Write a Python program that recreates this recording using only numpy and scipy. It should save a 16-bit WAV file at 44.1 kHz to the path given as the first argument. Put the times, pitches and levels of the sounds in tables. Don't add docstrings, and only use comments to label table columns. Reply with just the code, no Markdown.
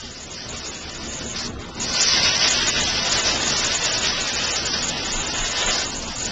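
import sys
import numpy as np
from scipy import signal
from scipy.fft import rfft, irfft, next_fast_len
from scipy.io import wavfile
from scipy.ndimage import uniform_filter1d

SR = 44100
rng = np.random.default_rng(int(sys.argv[2]) if len(sys.argv) > 2 else 0)


def voltage_ratio(level):
    return 10 ** (np.asarray(level, float) / 20)


def transcribe(u):
    v = np.clip(np.atleast_2d(u).T, -1, 1)
    q = np.round(v * 32767).astype(np.int16)
    wavfile.write(sys.argv[1], SR, q)


N = 278271

ROAR_HZ, BRIGHT_HZ = 1400, 4050
EDGE_HZ, TOP_HZ, END_HZ = 6000, 6375, 7300
CRUISE_DB = -30


def in_time(rows):
    s, *columns = np.transpose(rows)
    return [np.interp(np.arange(N) / SR, s, column) for column in columns]


def rms_one(x):
    return x / np.sqrt(np.mean(x ** 2) + 1e-20)


def shaped(x, points):
    hz, db = np.transpose(points)
    size = next_fast_len(N)
    bins = np.maximum(np.arange(size // 2 + 1) * SR / size, 1)
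    gain = voltage_ratio(np.interp(np.log(bins), np.log(hz), db))
    return irfft(rfft(x, size) * gain, size)[:N]


def band(x, low_hz, high_hz):
    return shaped(x, [(low_hz - 1, -150), (low_hz, 0), (high_hz, 0), (high_hz + 1, -150)])


def drift(rate):
    r = np.exp(-80 * np.pi * rate / SR)
    white = rng.standard_normal(N // 40 + 2002)
    slow = signal.lfilter([1], [1, -2 * r, r * r], white)[2000:]
    return np.interp(np.arange(N) / 40, np.arange(len(slow)), rms_one(slow))


def gate(rows, fade_s):
    out = np.zeros(N)
    for s, length, *db in rows:
        start, end = max(round(s * SR), 0), round((s + length) * SR)
        out[start:end] = voltage_ratio(sum(db))
    fade = np.hanning(round(fade_s * SR))
    return signal.fftconvolve(out, fade / fade.sum(), "same")


def ringing(modes, swell_db):
    out, white = np.zeros(N), rng.standard_normal(N)
    for hz, width_hz, db in modes:
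        r = np.exp(-np.pi * width_hz / SR)
        tone = signal.lfilter([1, 0, -1], [1, -2 * r * np.cos(2 * np.pi * hz / SR), r * r], white)
        out += voltage_ratio(db + swell_db * drift(2.1)) * rms_one(tone)
    return out


# (time [s], jet level [dB], brightness against the jet [dB])
TORCH_COURSE = [(0.0, -41, 7.5), (0.17, -44.5, 8.5), (0.55, -38, 6), (1.0, -39, 5.5), (1.335, -39, 7.5),
                (1.365, -32.5, 8.5), (1.475, -39, 12.5), (1.495, -45.5, 2), (1.56, -50, 8),
                (1.62, -41, -0.5), (1.71, -47, 6.5), (1.765, -42.5, 8.5), (1.785, -34.5, 5.5),
                (1.9, -32, 12.5), (2.0, -26.5, 10), (2.3, -22, 5.5), (2.9, -25.5, 5.5), (4.0, -27, 6),
                (5.1, -30, 4.5), (5.7, -27.5, 5), (5.84, -29.5, 9.5), (5.91, -35.5, 8.5), (6.03, -38, 10.5),
                (6.31, -34.5, 9)]
# (time [s], level [dB])
JET_MOMENTS = [(2.08, 0), (2.131, 3), (2.19, 0.5), (2.26, 3), (2.304, -3), (2.379, -7.5), (2.468, 2.5),
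               (2.503, -3.5), (2.56, -2.5), (2.63, 3), (2.68, -1), (2.729, -5), (2.842, -1), (2.918, -2),
               (3.07, 1), (3.16, 1), (3.217, -1), (3.55, -0.5), (3.799, -4.5), (3.999, -4), (4.051, 3),
               (4.42, 1.5), (4.483, -0.5), (4.57, -1), (4.63, -2), (4.67, 1), (4.709, -4.5), (4.75, 2.5),
               (4.802, -2), (4.83, 2), (4.932, 0.5), (5.11, -2), (5.249, -0.5), (5.318, -6), (5.621, 4.5),
               (5.69, 6), (5.75, 2.5), (5.82, 3), (6.17, -2), (6.222, 1)]
# (time [s], level [dB])
KERF_OPENING = [(0, -5.5), (1.0, -3), (1.5, -1.6), (1.9, 0.1), (2.2, -2), (2.55, -1), (2.8, -1), (3.3, 2.1),
                (3.7, 1.5), (4.3, 0.5), (4.6, 0.4), (4.95, -0.2), (5.3, 1.5), (5.55, 0.8), (5.69, 3),
                (5.8, 1.5), (6.31, -1.5)]


def torch_levels():
    steady_db, bright_db = in_time(TORCH_COURSE)
    t = np.arange(N) / SR
    coarse = t[::32]
    moment_s = 0.014
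    moments = sum(db * np.exp(-.5 * ((coarse - s) / moment_s) ** 2) for s, db in JET_MOMENTS)
    surges_per_s = 14
    surge_db = np.interp(t, coarse, moments) + 0.6 * drift(surges_per_s)
    jet_db = steady_db + surge_db
    roar_lag = 0.27
    roar_db = -5.5 + in_time(KERF_OPENING)[0] - roar_lag * (jet_db - CRUISE_DB)
    roar_db = roar_db + 0.35 * drift(surges_per_s)
    sizzle_db = steady_db + bright_db + 0.36 * surge_db + 1.22 * drift(6.4)
    return jet_db, roar_db, sizzle_db


# (frequency [Hz], density [dB per Hz])
JET_SPECTRUM = [(180, -33.5), (300, -8), (630, -3), (850, -5), (1500, -4.5), (1650, -5.5), (1800, -5),
                (2250, -6), (2700, -3.5), (3000, -3), (3250, -3.5), (3600, -2.5), (4050, -4.5)]
# (frequency [Hz], density [dB per Hz])
SIZZLE_SPECTRUM = [(4050, 2), (4200, -2), (4600, 2), (5200, 3), (5500, 1.5), (5750, 0.5), (5950, 3.5),
                   (6500, -8.5)]
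# (frequency [Hz], width [Hz], level [dB])
TABLE_NOTCHES = [(1097, 70, -1.5), (1630, 70, -1), (2247, 110, -1), (3300, 110, -1), (4100, 130, -2.5)]


def jet(jet_db, roar_db, sizzle_db):
    sizes = voltage_ratio(4.0 * np.minimum(rng.exponential(1, N), 5)) * rng.choice([-1, 1], N)
    spatter = rms_one(sizes * (rng.random(N) < 1500 / SR))
    turbulence = voltage_ratio(0.59 * drift(25) + 1.0 * drift(60))
    gas = (rng.standard_normal(N) + .22 * spatter) * turbulence
    coloured = shaped(gas, JET_SPECTRUM)
    roar = voltage_ratio(roar_db - 0.5) * rms_one(band(coloured, 13, ROAR_HZ))
    body = rms_one(band(coloured, ROAR_HZ, BRIGHT_HZ)) + roar
    sizzle = rms_one(band(shaped(gas, SIZZLE_SPECTRUM), BRIGHT_HZ, TOP_HZ)) * voltage_ratio(.5 * drift(19))
    dips = []
    for hz, width, db in TABLE_NOTCHES:
        dips += [(hz - width, 0), (hz, db), (hz + width, 0)]
    return shaped(voltage_ratio(jet_db) * body + voltage_ratio(sizzle_db - 5.0) * sizzle, dips)


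# (frequency [Hz], width [Hz], level under the jet [dB])
SHEET_MODES = [(639, 84, -21), (991, 38, -21.5), (1174.5, 43, -22.5), (1508, 18, -19), (1783, 65, -19.5),
               (2051, 52, -20.5), (2627, 130, -18), (2987, 7.9, -31), (3770, 15, -21.5), (4250, 26, -36),
               (5860, 660, -23.5)]


def plate(jet_db):
    return voltage_ratio(jet_db) * ringing(SHEET_MODES, swell_db=1.5)


# (frequency [Hz], density [dB per Hz])
ROOM_RUMBLE = [(11, -43), (22, 1.5), (45, -10.5), (68, -4), (100, -6.5), (230, -6.5), (320, -8.5),
               (700, -16), (1300, -19), (2000, -26.5), (3300, -41.5)]
# (frequency [Hz], width [Hz], level under the rumble [dB])
FAN_HUM = [(67, 8, -10.5), (120, 8, -16), (237, 8, -10)]


def workshop(jet_db):
    ducked_s, recover_s = 0.24, 0.35
    since = np.abs(np.arange(N) / SR - ducked_s)
    ducking_db = -7 * np.exp(-since / recover_s)
    shop_db = -34.5 + 0.075 * (jet_db - CRUISE_DB) + ducking_db + 1.67 * drift(6.0)
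    rumble = rms_one(shaped(rng.standard_normal(N), ROOM_RUMBLE))
    return voltage_ratio(shop_db) * (rumble + ringing(FAN_HUM, swell_db=0.5))


# (time [s], level [dB], swing [Hz])
CAMERA_BUMPS = [
    (5.118, -24, 26.3),
    (5.37, -22.5, 26.9),
    (5.632, -23.5, 26.5),
    (5.96, -30.5, 25.9),
    (6.19, -43.5, 25.5),
]


def bumps():
    out, t = np.zeros(N), np.arange(round(.11 * SR)) / SR
    for s, db, hz in CAMERA_BUMPS:
        at = round(s * SR)
        swing = voltage_ratio(db) * np.hanning(len(t)) * np.sin(2 * np.pi * hz * t)
        out[at:at + len(t)] += swing[:N - at]
    return out


def scene():
    jet_db, roar_db, sizzle_db = torch_levels()
    mix = jet(jet_db, roar_db, sizzle_db) + plate(jet_db) + workshop(jet_db) + bumps()
    return mix[None]


# (frequency [Hz], step [rms])
ROUNDING_STEP = [(15, .4), (250, 1.0), (500, 1.7), (900, 2.3), (1800, 2.55), (4000, 2.8), (4300, 1.9),
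                 (6400, 1.9)]
# (frequency [Hz], share [ratio])
LOSS_SHARE = [(150, .3), (750, .5), (1100, .58), (1400, .46), (1650, .6), (1900, .48), (2250, .72),
              (2600, .48), (3000, .55), (3300, .72), (3600, .55), (4050, .82), (4400, .7), (4500, .4),
              (6400, .4)]


def sparse_lines(x):
    frame, count = 1411, 410
    n = np.arange(2 * frame)[:, None]
    line = np.arange(count) + .5
    hz = line * SR / 2 / frame
    window = np.sin(np.pi * (n + .5) / 2 / frame)
    basis = window * np.cos(np.pi / frame * (n + .5 + frame / 2) * line)
    padded = np.r_[np.zeros(frame), x, np.zeros(2 * frame)]
    frames = np.lib.stride_tricks.sliding_window_view(padded, 2 * frame)[::frame]
    lines = frames @ basis
    around = uniform_filter1d(uniform_filter1d(lines ** 2, size=40, axis=1), size=3, axis=0)
    step = np.interp(hz, *np.transpose(ROUNDING_STEP))
    luck = signal.lfilter([.95], [1, -.25], rng.standard_normal((len(frames), count // 5)), axis=0)
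    unit = step * np.repeat(voltage_ratio(2.0 * luck), 5, axis=1) * np.sqrt(np.abs(around) + 1e-12)
    groups = np.repeat((lines ** 2).reshape(len(frames), -1, 10).mean(axis=2), 10, axis=1)
    usual = groups / (uniform_filter1d(groups, size=21, axis=0) + 1e-18)
    limit = np.interp(hz, *np.transpose(LOSS_SHARE)) * uniform_filter1d(usual, size=90, axis=1)
    kept = (usual > limit) & np.roll(usual > .5 * limit, 1, axis=0)
    parts = kept * unit * np.round(lines / unit) @ basis.T * 2 / frame
    out = np.zeros((len(frames) + 1, frame))
    out[:-1] += parts[:, :frame]
    out[1:] += parts[:, frame:]
    return out.ravel()[frame:frame + N]


# (start [s], length [s], level [dB])
JET_FREE = [
    (2.13, 0.056, 0.5),
    (2.41, 0.079, 2),
    (3.52, 0.086, 1),
    (4.05, 0.086, 1),
    (4.56, 0.057, 2.5),
    (4.66, .17, 3),
    (5.44, .04, 2.5),
    (5.72, 0.11, 1.5),
]
# (start [s], length [s], level
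# [dB])
BRIGHT_DULLED = [(0.113, 0.033, -12), (0.192, 0.069, -3), (0.28, 0.046, -7), (0.492, 0.036, -14),
                 (0.615, 0.016, -3), (0.687, 0.02, -14), (0.755, 0.024, -6.7), (0.903, 0.018, -8),
                 (0.96, 0.018, -8), (1.078, 0.047, -11), (1.157, 0.029, -9.1), (1.25, 0.11, -11),
                 (1.471, 0.12, -11), (1.628, 0.036, -8), (1.684, 0.13, -5), (1.838, 0.064, -2),
                 (1.904, 0.042, -6.0), (2.371, 0.024, -4), (2.494, 0.025, -10), (2.594, 0.022, -6),
                 (2.685, 0.015, -7.0), (2.798, 0.038, -11)]
# (start [s], length [s], level [dB])
DULLED_LATE = [(3.1, 0.014, -11), (3.17, 0.022, -10), (3.213, 0.026, -17), (3.364, 0.065, -5),
               (3.436, 0.04, -8), (3.75, 0.028, -8), (3.828, 0.016, -12), (3.915, 0.018, -10),
               (3.985, 0.063, -7.5), (4.15, 0.017, -1), (4.173, 0.02, -4.2), (4.204, 0.041, -9),
               (4.334, 0.021, -10), (4.395, 0.039, -6), (4.459, 0.021, -10), (4.52, 0.037, -15),
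               (4.633, 0.02, -3), (4.793, 0.016, 2), (4.842, 0.039, -6.1), (4.903, 0.035, -3),
               (5.121, 0.037, -7), (5.166, 0.06, -14), (5.256, 0.018, -16), (5.34, 0.036, -8),
               (5.393, 0.053, -10), (5.486, 0.024, -11), (5.615, 0.092, -10), (5.85, 0.067, -9),
               (5.95, 0.069, -13), (6.047, 0.028, -11), (6.162, 0.024, -8.3), (6.21, 0.031, -11)]


def bright_band(heard):
    changes = [*JET_FREE, *BRIGHT_DULLED, *DULLED_LATE]
    left = 1 - gate([row[:2] for row in changes], .01) + gate(changes, .01)
    out = np.zeros(N)
    for low, high in [(BRIGHT_HZ, 4600), (4600, 5300), (5300, EDGE_HZ)]:
        out += band(heard, low, high) * voltage_ratio(1.3 * drift(18) - .4)
    return out * left


# (start [s], length [s], level [dB])
TOP_FILLS = [(0.0, 0.016, -37.5), (0.04, 0.032, -45), (0.076, 0.036, -48), (0.112, 0.037, -36.5),
             (0.136, 0.016, -44), (0.172, 0.028, -44.6), (0.2, 0.052, -37.2), (0.251, 0.012, -40),
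             (0.295, 0.018, -41), (0.311, 0.019, -33), (0.335, 0.016, -39), (0.487, 0.033, -32.5),
             (0.523, 0.014, -39), (0.563, 0.036, -35), (0.647, 0.016, -36), (0.662, 0.047, -32),
             (0.742, 0.035, -36), (0.782, 0.06, -40.7), (0.906, 0.024, -37), (0.93, 0.016, -53),
             (0.946, 0.034, -35), (1.034, 0.029, -37.1), (1.07, 0.124, -32), (1.225, 0.032, -37),
             (1.261, 0.078, -31.9), (1.365, 0.011, -47), (1.385, 0.035, -37.5), (1.449, 0.06, -39.5),
             (1.509, 0.032, -52), (1.592, 0.075, -47.5), (1.684, 0.021, -47), (1.748, 0.012, -41),
             (1.799, 0.052, -25.5), (1.928, 0.021, -26.8), (1.947, 0.016, -38), (2.01, 0.016, -19),
             (2.013, 0.024, -16), (2.038, 0.019, -40), (2.084, 0.029, -53), (2.163, 0.019, -55),
             (2.191, 0.023, -58), (2.246, 0.018, -45), (2.342, 0.048, -47), (2.477, 0.016, -25),
             (2.486, 0.052, -22.5), (2.51, 0.011, -22.5), (2.669, 0.016, -20), (2.683, 0.02, -16.5),
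             (2.695, 0.0088, -21.5), (2.762, 0.032, -38), (2.8, 0.04, -21.5), (2.817, 0.013, -30),
             (2.874, 0.022, -36), (2.901, 0.012, -44), (2.965, 0.01, -41), (3.047, 0.032, -30.5),
             (3.095, 0.04, -24.5), (3.168, 0.013, -30.5), (3.173, 0.028, -23), (3.203, 0.013, -36.5),
             (3.216, 0.024, -27), (3.256, 0.16, -32.5), (3.401, 0.035, -27.5), (3.442, 0.056, -23.5),
             (3.497, 0.016, -27.5), (3.567, 0.042, -25.5), (3.645, 0.028, -17.5), (3.651, 0.018, -28.5),
             (3.678, 0.013, -36), (3.727, 0.016, -29), (3.745, 0.02, -19.5), (3.757, 0.024, -22.5),
             (3.799, 0.032, -32), (3.833, 0.028, -22.5), (3.919, 0.014, -21), (3.977, 0.024, -27),
             (4.008, 0.02, -39), (4.016, 0.026, -24.0), (4.049, 0.016, -30), (4.099, 0.02, -49),
             (4.205, 0.03, -28.5), (4.207, 0.024, -24.3), (4.236, 0.016, -31), (4.265, 0.016, -37),
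               (4.273, 0.021, -27.5), (4.332, 0.024, -26), (4.39, 0.056, -34), (4.462, 0.021, -29.5),
               (4.505, 0.063, -25.5), (4.652, 0.021, -25), (4.825, 0.076, -23.5), (4.861, 0.011, -37.5),
               (5.049, 0.025, -27.5), (5.112, 0.014, -32.5), (5.117, 0.108, -26), (5.226, 0.016, -39),
               (5.255, 0.016, -33), (5.269, 0.012, -25.5), (5.337, 0.018, -27.5), (5.349, 0.18, -28.5),
               (5.571, 0.085, -28.3), (5.66, 0.053, -23.5), (5.72, 0.044, -29), (5.786, 0.02, -37),
               (5.79, 0.034, -27.2), (5.849, 0.059, -31), (5.947, 0.055, -30.6), (6.006, 0.044, -40),
               (6.05, 0.04, -33), (6.094, 0.036, -43), (6.156, 0.02, -29), (6.179, 0.073, -28.6),
               (6.22, 0.049, -22), (6.236, 0.013, -42)]


def flickering_top(heard):
    fills = TOP_FILLS
    filling = gate([row[:2] for row in fills], .017)
    chance = .7 + .3 * filling + drift(12)
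    edge = band(heard, EDGE_HZ, TOP_HZ) * (voltage_ratio(-4) * np.clip(3 * chance, 0, 1) + voltage_ratio(-26))
    noise = rms_one(band(rng.standard_normal(N), TOP_HZ, END_HZ))
    top = noise * voltage_ratio(0.8 * drift(50) + 0.4 * drift(16.0)) * gate(fills, 0.012)
    return edge + voltage_ratio(-1.5) * top


# (frequency [Hz], density [dB per Hz])
FIZZ_SPECTRUM = [(400, -17), (3700, -12), (4200, 5), (6000, -8), (6500, -15), (8000, -2.5), (8001, -150)]


def converter_fizz():
    follows = 0.9
    fizz_db = follows * (sum(in_time(TORCH_COURSE)) - CRUISE_DB) - 39 + 3.5 * drift(24.0)
    return rms_one(shaped(rng.standard_normal(N), FIZZ_SPECTRUM)) * voltage_ratio(fizz_db - 5.0)


# (frequency [Hz], gain [dB])
PLAYBACK_FILTER = [(7300, -0.5), (7900, -15), (8400, -21), (8750, -25), (9200, -49.5), (9500, -67.5),
                   (9800, -100)]


def playback(camera):
    mirror = camera * 2 * np.cos(2 * np.pi * 16000 * np.arange(N) / SR)
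    return shaped(camera + mirror, PLAYBACK_FILTER)


def roll_off(x):
    return signal.sosfilt(signal.butter(12, 9340, fs=SR, output="sos"), x)


def record(dry):
    bass_hz = 150
    heard = sparse_lines(band(dry[0], bass_hz, END_HZ)) + band(dry[0], 10, bass_hz)
    camera = band(heard, 10, BRIGHT_HZ) + bright_band(heard) + flickering_top(heard) + converter_fizz()
    mix = playback(camera)[None]
    return roll_off(mix)


dry = scene()
out = record(dry)
transcribe(out)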